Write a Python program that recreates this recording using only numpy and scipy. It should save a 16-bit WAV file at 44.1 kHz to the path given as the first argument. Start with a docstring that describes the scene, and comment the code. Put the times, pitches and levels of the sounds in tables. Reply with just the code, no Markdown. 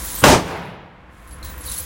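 """Brass cases jingle on concrete over ventilation, then a mounted machine gun fires one round in an indoor range.
The bolt is noise that swells until the shot; the blast is decaying pulses plus shaped noise for the booth.
A slower noise tail, a low sine and an echo make the long hall; cases and belt links are ringing modes
and scraping noise. Gain control ducks everything after the shot, and the loudest peaks overload."""
import sys
import numpy as np
from scipy import signal
from scipy.fft import rfft, irfft, next_fast_len
from scipy.io import wavfile
from scipy.ndimage import uniform_filter1d, minimum_filter1d

SR = 44100
rng = np.random.default_rng(int(sys.argv[2]) if len(sys.argv) > 2 else 0)


def generate_wav(signal):
    """Clip the signal to [-1, 1] and save it as 16-bit WAV at the path in sys.argv[1]."""
    frames = np.transpose(np.atleast_2d(signal))
    scaled = np.clip(frames, -1, 1) * 32767
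    pcm = np.round(scaled).astype(np.int16)
    wavfile.write(sys.argv[1], SR, pcm)


N = 81585
T = np.arange(N) / SR
SHOT_S = 0.2385

# Ring modes of a brass case. Each row: centre frequency in Hz, relative level in dB, T60 in seconds.
BRASS_MODES = [(7640, -13, 0.21), (8120, -4.5, 0.22), (9790, -5.5, 0.3), (10790, -9, 0.3),
               (10840, -0.5, 0.37), (11050, 0, 0.17), (10800, -11, 0.13), (12000, -3.5, .2),
               (12060, -0.5, 0.27), (14700, -10, .2), (15810, 0, 0.48)]
# Colour of brass knocking and scraping on concrete. Each row: frequency in Hz, relative level in dB per Hz.
CLACK_SPECTRUM = [(500, -11), (2500, -5), (4000, 1.5), (5200, -0.5), (7000, 3), (10000, 0), (12500, -3.5),
                  (13600, -7), (15500, -3)]


def amp(db):
    """Decibels to gain."""
    return 10 ** (np.asarray(db) / 20)


def unit(x):
    """Scales to rms 1."""
    return x / np.sqrt(np.mean(x ** 2) + 1e-20)


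def read(points, hz):
    """Interpolates a table on a log-frequency axis."""
    f, value = np.transpose(points)
    return np.interp(np.log(hz + 1), np.log(f + 1), value)


def over_time(points):
    """Interpolates a table of (seconds, dB) along the scene."""
    return np.interp(T, *np.transpose(points))


def noise(spectrum):
    """Steady noise of the given colour, rms 1."""
    size = next_fast_len(N)
    gain = amp(read(spectrum, np.fft.rfftfreq(size, 1 / SR)))
    return unit(irfft(rfft(rng.standard_normal(size)) * gain, size)[:N])


def resonance(hz, width_hz):
    """Noise in one narrow resonance, rms 1."""
    size = next_fast_len(N)
    detune = (np.fft.rfftfreq(size, 1 / SR) - hz) / width_hz
    gain = 1 / (1 + 2 * detune ** 2)
    return unit(irfft(rfft(rng.standard_normal(size)) * gain, size)[:N])


def decay(start_s, t60_s, rise_s=0.00031):
    """Envelope that rises linearly at the start and dies away exponentially."""
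    age_s = np.maximum(T - start_s, 0)
    return np.minimum(age_s / rise_s, 1) * amp(-60 * age_s / t60_s)


def reverberation(spectrum, fill, hold, t60):
    """Dense reflections of the shot: each band glides to its held level, then dies at its own speed."""
    hz, t, bands = signal.stft(noise(spectrum), SR, nperseg=256, noverlap=192)
    fill_db, hold_s, t60_s = (read(table, hz)[:, None] for table in (fill, hold, t60))
    late_s = t - SHOT_S - hold_s  # time since the end of the hold
    db = fill_db * np.clip(-late_s / hold_s, 0, 1) - 60 * np.maximum(late_s, 0) / t60_s
    return signal.istft(bands * amp(db), SR, nperseg=256, noverlap=192)[1][:N]


def ventilation():
    """Duct rumble and rushing air, both slowly varying, under faint resonant fan tones."""
    # Each row: frequency in Hz, relative level in dB per Hz.
    rumble_spectrum = [(20, -14.5), (30, -15), (45, -2.5), (68, 1.5), (85, -10), (110, -15.5), (200, -24.5),
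                       (500, -72)]
    air_spectrum = [(40, -18), (130, 3), (200, 8.5), (400, -1), (1000, 2), (1800, 3), (2800, -7),
                    (5000, -19), (15000, -38.5)]
    # Each row: time in seconds, gain in dB.
    rumble_swell = [(0, 2), (.08, 1), (.2, 0), (1.1, -1.5), (1.33, -0.5), (1.44, 3.5), (1.55, -2),
                    (1.72, 0), (1.85, 1)]
    air_swell = [(0, 2.5), (.22, 2), (1.1, 0), (1.45, -.5), (1.85, -2)]
    # Each row: frequency in Hz, nominal width in Hz, level in dB.
    fan_tones = [(316, 40, -52), (504.7, 18, -53), (1046, 60, -50.5)]
    rumble_db, air_db = -36, -41.5
    rumble = amp(rumble_db + over_time(rumble_swell)) * noise(rumble_spectrum)
    air = amp(air_db + over_time(air_swell)) * noise(air_spectrum)
    fan = sum(amp(db) * resonance(hz, width_hz) for hz, width_hz, db in fan_tones)
    return rumble + air + fan


def links():
    """Steel belt links clatter down as decaying resonances, lower and duller than the brass."""
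    # Each row: start in seconds, level in dB, frequency in Hz.
    link_hits = [(1.3114, -49, 4580), (1.4266, -40.5, 4130), (1.459, -42, 4040), (1.485, -44, 4000),
                 (1.664, -38, 4420), (1.677, -36.5, 3860), (1.715, -44, 3900), (1.77, -41, 4370)]
    width_hz, t60_s = 300, 0.17
    return sum(amp(db) * resonance(hz, width_hz) * decay(start_s, t60_s, rise_s=0.0014)
               for start_s, db, hz in link_hits)


def skitter():
    """Several cases roll and tumble: random small knocks keep their modes ringing over a grainy scrape."""
    # Each row: time in seconds, scrape level in dB, ring level in dB.
    skitter_levels = [(0, -35, -34.5), (.07, -33, -32.5), (0.191, -32.5, -30), (0.239, -36.5, -34.5),
                      (0.478, -39, -36.5), (.66, -49, -42), (.8, -68, -65), (1.08, -70, -78.5),
                      (1.131, -54, -59.5), (1.25, -52.5, -52), (1.42, -60, -61), (1.6, -51, -47),
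                      (1.65, -38.5, -45), (1.7, -35.5, -34), (1.791, -39, -34), (1.85, -42, -46)]
    knocks_per_s, case_count = 140, 5  # rate shared by all cases
    mode_spread = 0.0046  # relative standard deviation of mode frequency
    grain_depth, grain_s = 0.19, 0.0017
    t = T[:SR // 4]
    ring = np.zeros(N)
    for _ in range(case_count):
        knocks = rng.random(N + len(t) - 1) < knocks_per_s / case_count / SR
        for hz, db, t60_s in BRASS_MODES:
            mode_hz = hz * (1 + mode_spread * rng.standard_normal())
            mode = amp(db - 60 * t / t60_s) * np.sin(2 * np.pi * mode_hz * t)
            strikes = knocks * rng.standard_normal(len(knocks))
            ring += signal.fftconvolve(strikes, mode, "valid")
    smooth = uniform_filter1d(rng.standard_normal(N), max(int(grain_s * SR), 2))
    scrape = noise(CLACK_SPECTRUM) * np.exp(grain_depth * unit(smooth))
    time_s, scrape_db, ring_db = np.transpose(skitter_levels)
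    ring_gain = amp(np.interp(T, time_s, ring_db))
    scrape_gain = amp(np.interp(T, time_s, scrape_db))
    return ring_gain * unit(ring) + scrape_gain * unit(scrape)


def landings():
    """Each case clacks on concrete and rings, mostly in modes near one pitch; the room's reflections blur the ring."""
    # Each row: start in seconds, clack level in dB, ring level in dB, most excited frequency in Hz.
    case_landings = [(.068, -49, -33, 15500), (.103, -43.5, -34, 9850), (.152, -49.5, -30, 12250),
                     (.178, -48.5, -28, 8190), (1.275, -49.5, -42.5, 10380), (1.3097, -46, -39, 10550),
                     (1.4281, -41.5, -42, 12460), (1.447, -39, -34, 15500), (1.497, -45, -43, 12260),
                     (1.577, -49, -40, 12400), (1.6082, -54, -36, 10950), (1.6511, -49, -30, 11510),
                     (1.69, -48, -36, 9800), (1.7155, -32.5, -29.5, 10150), (1.7424, -47, -31, 10030),
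                     (1.778, -35, -24, 11460)]
    blur_hz, focus_width_hz, off_focus_gain = 70, 353, 0.13
    clack_t60_s, tick_gain, tick_s = 0.33, 0.363, 0.0046
    out = np.zeros(N)
    hz, db, t60_s = np.transpose(BRASS_MODES)
    modes = [resonance(f, blur_hz) for f in hz]
    for start_s, clack_db, ring_db, focus_hz in case_landings:
        focus = np.exp(-((hz - focus_hz) / focus_width_hz) ** 2)
        weights = amp(db) * (off_focus_gain + focus)
        weights = weights / np.linalg.norm(weights)
        for mode, weight, ring_s in zip(modes, weights, t60_s):
            shifted = np.roll(mode, rng.integers(N))  # a fresh stretch of noise for each landing
            out += amp(ring_db) * weight * decay(start_s, ring_s) * shifted
        tick = 1 + tick_gain * np.exp(-np.maximum(T - start_s, 0) / tick_s)
        out += amp(clack_db) * noise(CLACK_SPECTRUM) * decay(start_s, clack_t60_s) * tick
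    return out


def hall():
    """The long range fills slowly, booms at one low mode and sends an echo from its far end."""
    # Each row: frequency in Hz, relative level in dB per Hz.
    hall_spectrum = [(24, -34), (40, -20), (54, -6.5), (158, 2.5), (244, -5), (286, -5), (531, -5),
                     (732, -6), (941, -4.5), (1030, -8.5), (2300, -15), (9500, -34), (12400, -71),
                     (20900, -120)]
    echo_spectrum = [(40, -7), (150, -9), (900, 1), (2000, -12), (8000, -35)]
    # Each row: frequency in Hz, gain in dB at the shot against the end of the hold.
    hall_fill = [(60, 3), (600, -1.5), (3000, 0)]
    # Each row: frequency in Hz, hold in seconds.
    hall_hold = [(60, 0.18), (500, 0.32), (2000, .32), (8000, 0.25)]
    # Each row: frequency in Hz, T60 in seconds.
    hall_t60 = [(60, 2.3), (170, 1.26), (500, 1.124), (1200, 1.26), (3000, 1.23), (6000, 0.71),
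                (12000, 0.3)]
    # Boom between floor and ceiling: frequency in Hz, level in dB, T60 in seconds.
    boom_mode = (180, -24, 1.83)
    # Echo: start in seconds, level in dB, T60 in seconds.
    far_wall = (0.51, -10, 0.085)
    tail_db, build_s, build_power = -11, 0.24, 1.9
    build = np.clip((T - SHOT_S) / build_s, 0, 1) ** build_power
    tail = amp(tail_db) * reverberation(hall_spectrum, hall_fill, hall_hold, hall_t60) * build
    echo_s, echo_db, echo_t60_s = far_wall
    echo = amp(echo_db) * noise(echo_spectrum) * decay(echo_s, echo_t60_s, rise_s=0.0017)
    boom_hz, boom_db, boom_t60_s = boom_mode
    # the boom starts with the echo
    boom = amp(boom_db) * np.sin(2 * np.pi * boom_hz * T) * decay(echo_s, boom_t60_s, rise_s=0.0067)
    return tail + echo + boom


def bolt():
    """The bolt runs forward as coloured noise, louder and louder until the round fires."""
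    # Each row: frequency in Hz, relative level in dB per Hz.
    bolt_spectrum = [(40, -2), (200, 5.5), (700, -9.5), (1500, -9.5), (2300, -23), (3000, -11),
                     (3700, -25.5), (15000, -36.5)]
    start_s, start_db, rise_db_per_s = 0.2182, -27.5, 650
    running = (T > start_s) & (T < SHOT_S)
    level_db = start_db + rise_db_per_s * (np.minimum(T, SHOT_S) - start_s)
    return noise(bolt_spectrum) * running * amp(level_db)


def steel():
    """Barrel and receiver clang briefly with the shot, as decaying narrow resonances."""
    # Each row: frequency in Hz, nominal width in Hz, level in dB, T60 in seconds.
    steel_modes = [(1089, 50, -4.5, 0.19), (1453, 42, -4.5, 0.24), (1697, 200, -6.5, .15),
                   (2850, 300, -7, 0.25)]
    return sum(amp(db) * resonance(hz, width_hz) * decay(SHOT_S, t60_s)
               for hz, width_hz, db, t60_s in steel_modes)


def shock_pulse(u):
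    """Pressure jump, fast fall and undershoot; u is age over pulse length."""
    return (1 - u) * np.exp(-u)


def slaps():
    """Scattered shock reflections off baffles and partitions make the roar crackle."""
    slaps_per_s, level_db, length_s = 300, 10.5, 0.0003
    hold_s, t60_s = 0.08, 0.11
    hits = (rng.random(N) < slaps_per_s / SR) & (T > SHOT_S)
    fade_db = -60 * np.maximum(T - SHOT_S - hold_s, 0) / t60_s
    pulse = shock_pulse(np.arange(SR // 100) / SR / length_s)
    return signal.oaconvolve(hits * amp(level_db + fade_db), pulse)[:N]


def blast():
    """Shock front and its slaps off the booth, with the roar of dense booth reflections."""
    # Each row: start in seconds, peak in dB, length in seconds.
    shocks = [(0.2398, 13, .0005), (0.2424, 20, .0002), (0.259, 16, .0002), (0.268, 1.5, .00025),
              (.3285, 18, .0001)]
    # Each row: frequency in Hz, relative level in dB per Hz.
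    booth_spectrum = [(20, -17), (30, -14), (40, -20), (56, 2), (75, -7), (100, -4), (130, -2.5),
                      (197, -1.5), (300, -3), (430, -2.5), (660, -3.5), (1000, -7), (1500, -15),
                      (1900, -16.5), (2800, -18.5), (3800, -19.5), (5900, -19.5), (9000, -25),
                      (11000, -30.5), (15500, -34.5)]
    # Each row: frequency in Hz, gain in dB at the shot against the end of the hold.
    booth_fill = [(60, -4), (600, -4.5), (1300, -3), (2500, -1.5), (6000, -4.5), (14000, -2.5)]
    # Each row: frequency in Hz, hold in seconds.
    booth_hold = [(60, 0.12), (500, 0.088), (2000, 0.1), (5000, 0.094), (8500, 0.1), (11000, .08),
                  (14000, 0.067)]
    # Each row: frequency in Hz, T60 in seconds.
    booth_t60 = [(60, 0.4), (300, 0.28), (1000, 0.29), (4000, 0.26), (8000, 0.2), (14000, 0.26)]
    roar_db, build_s = 8.5, 0.0018
    build = np.clip((T - SHOT_S) / build_s, 0, 1)
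    out = amp(roar_db) * reverberation(booth_spectrum, booth_fill, booth_hold, booth_t60) * build
    for start_s, peak_db, length_s in shocks:
        u = np.maximum(T - start_s, 0) / length_s
        out = out + amp(peak_db) * (T >= start_s) * shock_pulse(u)
    return out


def scene():
    """Sums everything that reaches the microphone into one channel."""
    background = ventilation() + links() + skitter() + landings()
    shot = hall() + bolt() + steel() + slaps() + blast()
    return (background + shot)[None]


def record(dry):
    """Gain control drops fast, holds and recovers slowly; peaks overload softly; then a low-pass."""
    sense_s, limit_db, hold_s, recover_db_per_s = 0.01, -7, 0.57, 27
    ceiling, edge_hz = 1.04, 15800
    r = np.exp(-1 / (sense_s * SR))
    power = signal.lfilter([1 - r], [1, -r], dry[0] ** 2)
    over_db = np.maximum(10 * np.log10(power + 1e-12) - limit_db, 0)
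    half = int(hold_s * SR / 2)
    # origin=half makes the window look back only
    held_db = -minimum_filter1d(-over_db, 2 * half + 1, origin=half, mode="constant")
    recovery_db = recover_db_per_s * T
    duck_db = np.maximum.accumulate(held_db + recovery_db) - recovery_db
    loud = ceiling * np.tanh(dry * amp(-duck_db) / ceiling)
    low_pass = signal.firwin(511, edge_hz, window=("kaiser", 9), fs=SR)
    return signal.oaconvolve(loud, low_pass[None], "same")


dry = scene()
out = record(dry)
generate_wav(out)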